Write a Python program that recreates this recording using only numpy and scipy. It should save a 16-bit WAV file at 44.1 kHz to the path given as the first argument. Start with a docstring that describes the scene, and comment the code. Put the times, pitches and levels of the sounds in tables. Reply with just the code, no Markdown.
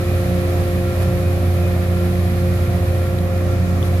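"""Open ground at night, with a maintenance vehicle working far off. Its three engines run at almost
the same speed, so their harmonics drone and beat over a low rumble. Thin whines and a hiss,
probably from its grinding, carry across the ground. Fingers brush and tick on a hand-held camera,
whose two microphone ports colour the hiss differently."""
import sys
import numpy as np
from scipy.fft import rfft, irfft, next_fast_len
from scipy.io import wavfile
from scipy.ndimage import map_coordinates

SR = 44100
rng = np.random.default_rng(int(sys.argv[2]) if len(sys.argv) > 2 else 0)


def generate_wav(sig):
    """Save sig (samples, or channels by samples) to the path in sys.argv[1] as 16-bit PCM at SR."""
    pcm = np.round(np.clip(np.atleast_2d(sig).T, -1, 1) * 32767).astype(np.int16)
    wavfile.write(sys.argv[1], SR, pcm)


N = 176400
T = np.arange(N) / SR


def amp(db):
    """Amplitude grows tenfold for every 20 dB."""
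    return 10 ** (np.asarray(db) / 20)


def unit(x):
    """Normalisation to an rms of 1."""
    return x / np.sqrt(np.mean(x ** 2) + 1e-20)


def along(points, hz):
    """Interpolation of (Hz, value) points on a logarithmic frequency axis."""
    knots_hz, values = np.transpose(points)
    return np.interp(np.log(hz + 1), np.log(knots_hz + 1), values)


def curves(rows):
    """Linear interpolation in time: one envelope for each column after the first."""
    times, *columns = np.transpose(rows)
    return [np.interp(T, times, column) for column in columns]


def wobble(rate):
    """Smooth random modulation: a spline through `rate` Gaussian values a second."""
    knots = rng.standard_normal(int(N * rate / SR) + 4)
    return map_coordinates(knots, [T * rate + 1], mode="nearest")


def bump(centre_s, half_s):
    """A Gaussian envelope with standard deviation half_s."""
    return np.exp(-((T - centre_s) / half_s) ** 2 / 2)


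def pan(db):
    """Left and right gains for a level difference; pan is left minus right in dB."""
    return amp(np.array([[db], [-db]]) / 2)


def filtered(x, response):
    """Linear filtering multiplies the spectrum by a frequency response."""
    size = next_fast_len(N + SR // 2)
    hz = np.fft.rfftfreq(size, 1 / SR)
    return irfft(rfft(x, size) * response(hz), size)[..., :N]


def noise(spectrum, channels=2):
    """Independent noises shaped to a spectral density in dB per Hz."""
    white = rng.standard_normal((channels, N))
    return filtered(white, lambda hz: amp(along(spectrum, hz))) * np.sqrt(SR / 2)


def phase(cycle_hz, wander=.0011):
    """Phase in cycles is the integral of frequency: a steady tone with a slight, slow wander in pitch."""
    return np.cumsum(cycle_hz * (1 + wander * wobble(1.613))) / SR


def harmonic(cycles, order, db, pan_db, flutter_db=0.44):
    """A multiple of an engine's cycle rate, fading irregularly on its way through the air."""
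    tone = np.sqrt(2) * np.sin(2 * np.pi * (order * cycles + rng.random()))
    return tone * amp(db + flutter_db * wobble(6.89)) * pan(pan_db)


def firing(cycles):
    """Six firings a cycle give a tone and its octave; uneven firing modulates both once a cycle."""
    # Each row: time in seconds, level in dB before the trim below.
    firing_levels = [(0.0, -17), (0.03, -23), (0.18, -15.5), (0.23, -22.5), (0.62, -17), (0.73, -21.5),
                     (0.88, -19.5), (0.93, -25), (1.0, -17), (1.22, -20.5), (1.28, -16), (1.4, -21),
                     (1.46, -15.5), (1.85, -19), (1.9, -15), (1.99, -19), (3.02, -17.5), (3.04, -20),
                     (3.98, -16), (4.0, -14.5)]
    octave_levels = [(0.0, -36), (0.1, -23), (0.21, -35.5), (0.34, -24.5), (0.61, -28), (0.66, -47),
                     (0.79, -24), (0.9, -27.5), (0.95, -41), (1.06, -21.5), (1.24, -33), (1.69, -25.5),
                     (2.49, -25), (2.56, -34), (2.75, -24.5), (2.85, -35.5), (3.22, -29), (3.27, -40),
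                     (3.46, -20), (3.59, -35), (3.63, -25.5), (4.0, -28.5)]
    # Bouts of uneven firing. Each row: centre in seconds, half length in seconds, depth from 0 to 1.
    chugs = [(.62, 0.078, .3), (1.52, .12, .3), (2.78, 0.13, .5)]
    firing_trim_db, octave_trim_db = -0.5, -1.5
    tone = harmonic(cycles, order=6, db=curves(firing_levels)[0] + firing_trim_db, pan_db=-1.5)
    octave = harmonic(cycles, order=12, db=curves(octave_levels)[0] + octave_trim_db, pan_db=-4)
    unevenness = sum(depth * bump(centre_s, half_s) for centre_s, half_s, depth in chugs)
    chug = 1 + unevenness * np.sin(2 * np.pi * (cycles + rng.random()))
    return chug * (tone + octave)


def engines():
    """Harmonics of three engines at nearly equal speeds beat at their difference frequencies."""
    # Each row: multiple of the cycle rate, level in dB, pan in dB.
    main_orders = [(16, -45, -2), (20, -47, 6), (27, -51, 4), (32, -52, -8)]
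    second_orders = [(4, -34.5, -2.7), (12, -36.5, -5), (48, -43, -8.5)]
    third_orders = [(3, -49, -4), (7, -37.5, 2), (8, -39, -4), (9, -40.5, 0), (12, -39, -6), (15, -51, -2)]
    # The second engine's two strong overtones. Each row: multiple, trim in dB, pan in dB.
    overtones = [(24, 0, 0), (36, 0.5, 2)]
    # Each row: time in seconds, level of the lower and of the upper overtone in dB before the trim.
    overtone_levels = [(0.0, -28, -31), (0.14, -29, -30), (0.92, -27.5, -29.5), (0.99, -31.5, -31.5),
                       (1.18, -28, -29), (1.51, -29.5, -34.5), (1.65, -29, -29.5), (1.9, -32, -33.5),
                       (2.02, -27, -30.5), (2.28, -31, -37), (2.45, -28, -29), (2.55, -30.5, -34.5),
                       (3.02, -31.5, -30), (3.24, -32.5, -33.5), (3.29, -35.5, -30), (3.52, -28.5, -30),
                       (3.64, -38.5, -37.5), (3.7, -32, -33), (3.82, -30, -35.5), (4.0, -33, -33.5)]
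    main, second, third = phase(cycle_hz=14.875), phase(cycle_hz=14.697), phase(cycle_hz=15.052)
    out = firing(main)
    for cycles, orders in (main, main_orders), (second, second_orders), (third, third_orders):
        out += sum(harmonic(cycles, *row) for row in orders)
    for (order, trim_db, pan_db), level_db in zip(overtones, curves(overtone_levels)):
        out += harmonic(second, order, level_db + trim_db, pan_db)
    return out


def far_noise(spectrum):
    """Noise from a distant source is highly correlated at the two ports in the bass."""
    # Each row: frequency in Hz, correlation between left and right.
    correlation = [(30, 0.75), (60, 1), (110, 0.91), (200, 0.99), (370, 0.68), (680, 0.9), (1240, 0.36)]

    def mid_side_gains(hz):
        angle = np.arccos(np.clip(along(correlation, hz), -1, 1)) / 2
        return np.array([np.cos(angle), np.sin(angle)])

    mid, side = filtered(noise(spectrum), mid_side_gains)
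    return np.array([mid + side, mid - side])


def rumble(exhaust_swing_db=-0.04, roar_swing_db=1.07):
    """Exhaust rumble and machinery roar are broadband noises, independently modulated in amplitude."""
    # Each row: frequency in Hz, spectral density in dB per Hz.
    exhaust_spectrum = [(8, -83), (20, -74), (30, -59), (44, -55), (58, -52), (67, -75), (75, -45.5),
                        (84, -43.5), (92, -62), (100, -54), (108, -45.5), (123, -40), (141, -54),
                        (152, -49), (180, -52.5), (250, -55.5), (330, -65.5), (500, -76), (1000, -120)]
    roar_spectrum = [(120, -100), (250, -76), (340, -62), (405, -58), (460, -62.5), (545, -59), (575, -56),
                     (660, -60.5), (720, -59.5), (800, -65.5), (890, -73.5), (1200, -67), (2000, -111),
                     (4000, -120)]
    # Each row: time in seconds, gain in dB.
    roar_gains = [(0, -0.1), (1, -1), (2, -1.25), (2.8, -2), (3.4, -1.2), (3.85, -0.8), (4, -0.5)]
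    exhaust = far_noise(exhaust_spectrum) * amp(exhaust_swing_db * wobble(3.46))
    roar = far_noise(roar_spectrum) * amp(curves(roar_gains)[0] + roar_swing_db * wobble(9))
    return exhaust * pan(db=-1.5) + roar * pan(db=1)


def whines(unshared=.6):
    """Random modulation spreads each tone into a narrow band, partly different at the two ports."""
    # The centre frequency of each whine in Hz.
    pitches = [280.7, 1313, 1372, 1908, 2441]
    # Each row: bandwidth in Hz, level in dB before the common gain, pan in dB.
    bands = [(1.45, -42.5, 5), (2.78, -56.5, -13.5), (8, -47.5, 2), (3.96, -56, -1), (8, -52, 4)]
    # Each row: time in seconds, common gain in dB.
    gains = [(0, 4), (.8, 2), (1.65, 0), (2.2, -1), (3.2, 0.5), (4, 1.5)]

    def fading(width_hz):
        return wobble(1.5 * width_hz) + 1j * wobble(1.5 * width_hz)

    out = np.zeros((2, N))
    for hz, (width_hz, db, pan_db) in zip(pitches, bands):
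        envelope = fading(width_hz) + unshared * np.array([fading(width_hz), fading(width_hz)])
        tone = np.real(envelope * np.exp(2j * np.pi * hz * T))
        out += unit(tone) * amp(db) * pan(pan_db)
    # The highest whine flares once.
    flare = amp(db=-40) * bump(centre_s=1.655, half_s=.03)
    squeal = flare * unit(np.sin(2 * np.pi * pitches[-1] * T))
    return out * amp(curves(gains)[0]) + squeal


def hiss(flicker_db=0.37):
    """Diffuse noise, uncorrelated between the ports and coloured by each; its treble swings most."""
    # Each row: frequency in Hz, spectral density in dB per Hz.
    left_spectrum = [(300, -100), (850, -74), (1200, -73), (1600, -72.5), (1820, -69.5), (2050, -76.5),
                     (2400, -70), (2700, -76), (3200, -77), (3900, -75), (5200, -81.5), (8500, -82.5),
                     (10300, -80), (11400, -83.5), (12200, -88), (14400, -97)]
    right_spectrum = [(300, -100), (850, -76.5), (1100, -66.5), (1550, -70), (1850, -67), (2100, -69),
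                      (2400, -69.5), (2700, -75.5), (3600, -78.5), (5000, -81.5), (6000, -85.5),
                      (7200, -86.5), (8100, -99), (9000, -102), (9700, -84), (10700, -80.5), (11600, -74.5),
                      (12800, -79), (14400, -85)]
    # A brief change of colour as the camera moves. Each row: frequency in Hz, peak change in dB.
    colour_shift = [(3500, 1), (6500, 4), (8500, 1.5), (11500, -2.5), (14000, 0)]
    # The slow swing. Each row: time in seconds, gain in dB before weighting.
    swing_gains = [(0, 1), (.2, 1.15), (1, 0.5), (1.8, 0.1), (2.6, .2), (3, -0.4), (3.3, -1.5),
                   (3.65, -1.5), (3.85, -1.9), (4, 0.5)]
    # Each row: frequency in Hz, weight of that swing.
    swing_weights = [(900, 0.091), (2000, 0.85), (4000, 1.7), (14000, 1.1)]
    ports = np.vstack([noise(left_spectrum, channels=1), noise(right_spectrum, channels=1)])
    colour_change = filtered(ports, lambda hz: amp(along(colour_shift, hz)) - 1)
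    ports += bump(centre_s=3.62, half_s=0.18) * colour_change
    treble = filtered(ports, lambda hz: along(swing_weights, hz))
    ports += treble * (amp(curves(swing_gains)[0]) - 1)
    return ports * amp(flicker_db * wobble(21.94))


def finger_brushes():
    """Friction of a finger on the case makes a soft swell of broadband noise."""
    # Each row: centre in seconds, half length in seconds, level in dB, pan in dB.
    strokes = [(1.028, .013, -34, -5), (3.734, 0.0056, -45, -4), (3.857, 0.026, -36.5, 3)]
    # Each row: frequency in Hz, relative level in dB.
    spectrum = [(400, -15), (900, 10), (2000, 1), (3800, -2), (8000, -9), (11000, -2), (12700, 0),
                (14500, -11)]
    return sum(amp(db) * bump(centre_s, half_s) * unit(noise(spectrum)) * pan(pan_db)
               for centre_s, half_s, db, pan_db in strokes)


def finger_ticks(t60_s=0.015, attack_s=0.00077, width_hz=340, snap_db=-4):
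    """A finger's impact gives a broadband snap and excites a damped resonance of the case."""
    # Each row: start in seconds, level in dB, resonance in Hz, pan of the resonance in dB.
    taps = [(3.186, -26.5, 3690, 12), (3.827, -26, 3300, 10)]
    out = np.zeros((2, N))
    for start_s, db, ring_hz, pan_db in taps:
        age = np.maximum(T - start_s, 0)
        excitation = rng.standard_normal((2, N))
        ring = unit(filtered(excitation, lambda hz: np.exp(-((hz - ring_hz) / width_hz) ** 2 / 2)))
        snap = amp(snap_db) * rng.standard_normal((2, N))
        envelope = amp(db - 60 * age / t60_s) * (1 - np.exp(-age / attack_s))
        out += envelope * (ring * pan(pan_db) + snap)
    return out


def scene(left_lead_s=0.00013):
    """The sources superpose; the vehicle's sound reaches the left port slightly first."""
    vehicle = engines() + rumble() + whines()
    advance_s = left_lead_s * np.array([[.5], [-.5]])
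    at_ports = filtered(vehicle, lambda hz: np.exp(2j * np.pi * hz * advance_s))
    return at_ports + hiss() + finger_brushes() + finger_ticks()


def record(dry, top_hz=14616):
    """The camera acts as a low-pass filter, keeping nothing above its band limit."""
    return filtered(dry, lambda hz: hz < top_hz)


dry = scene()
out = record(dry)
generate_wav(out)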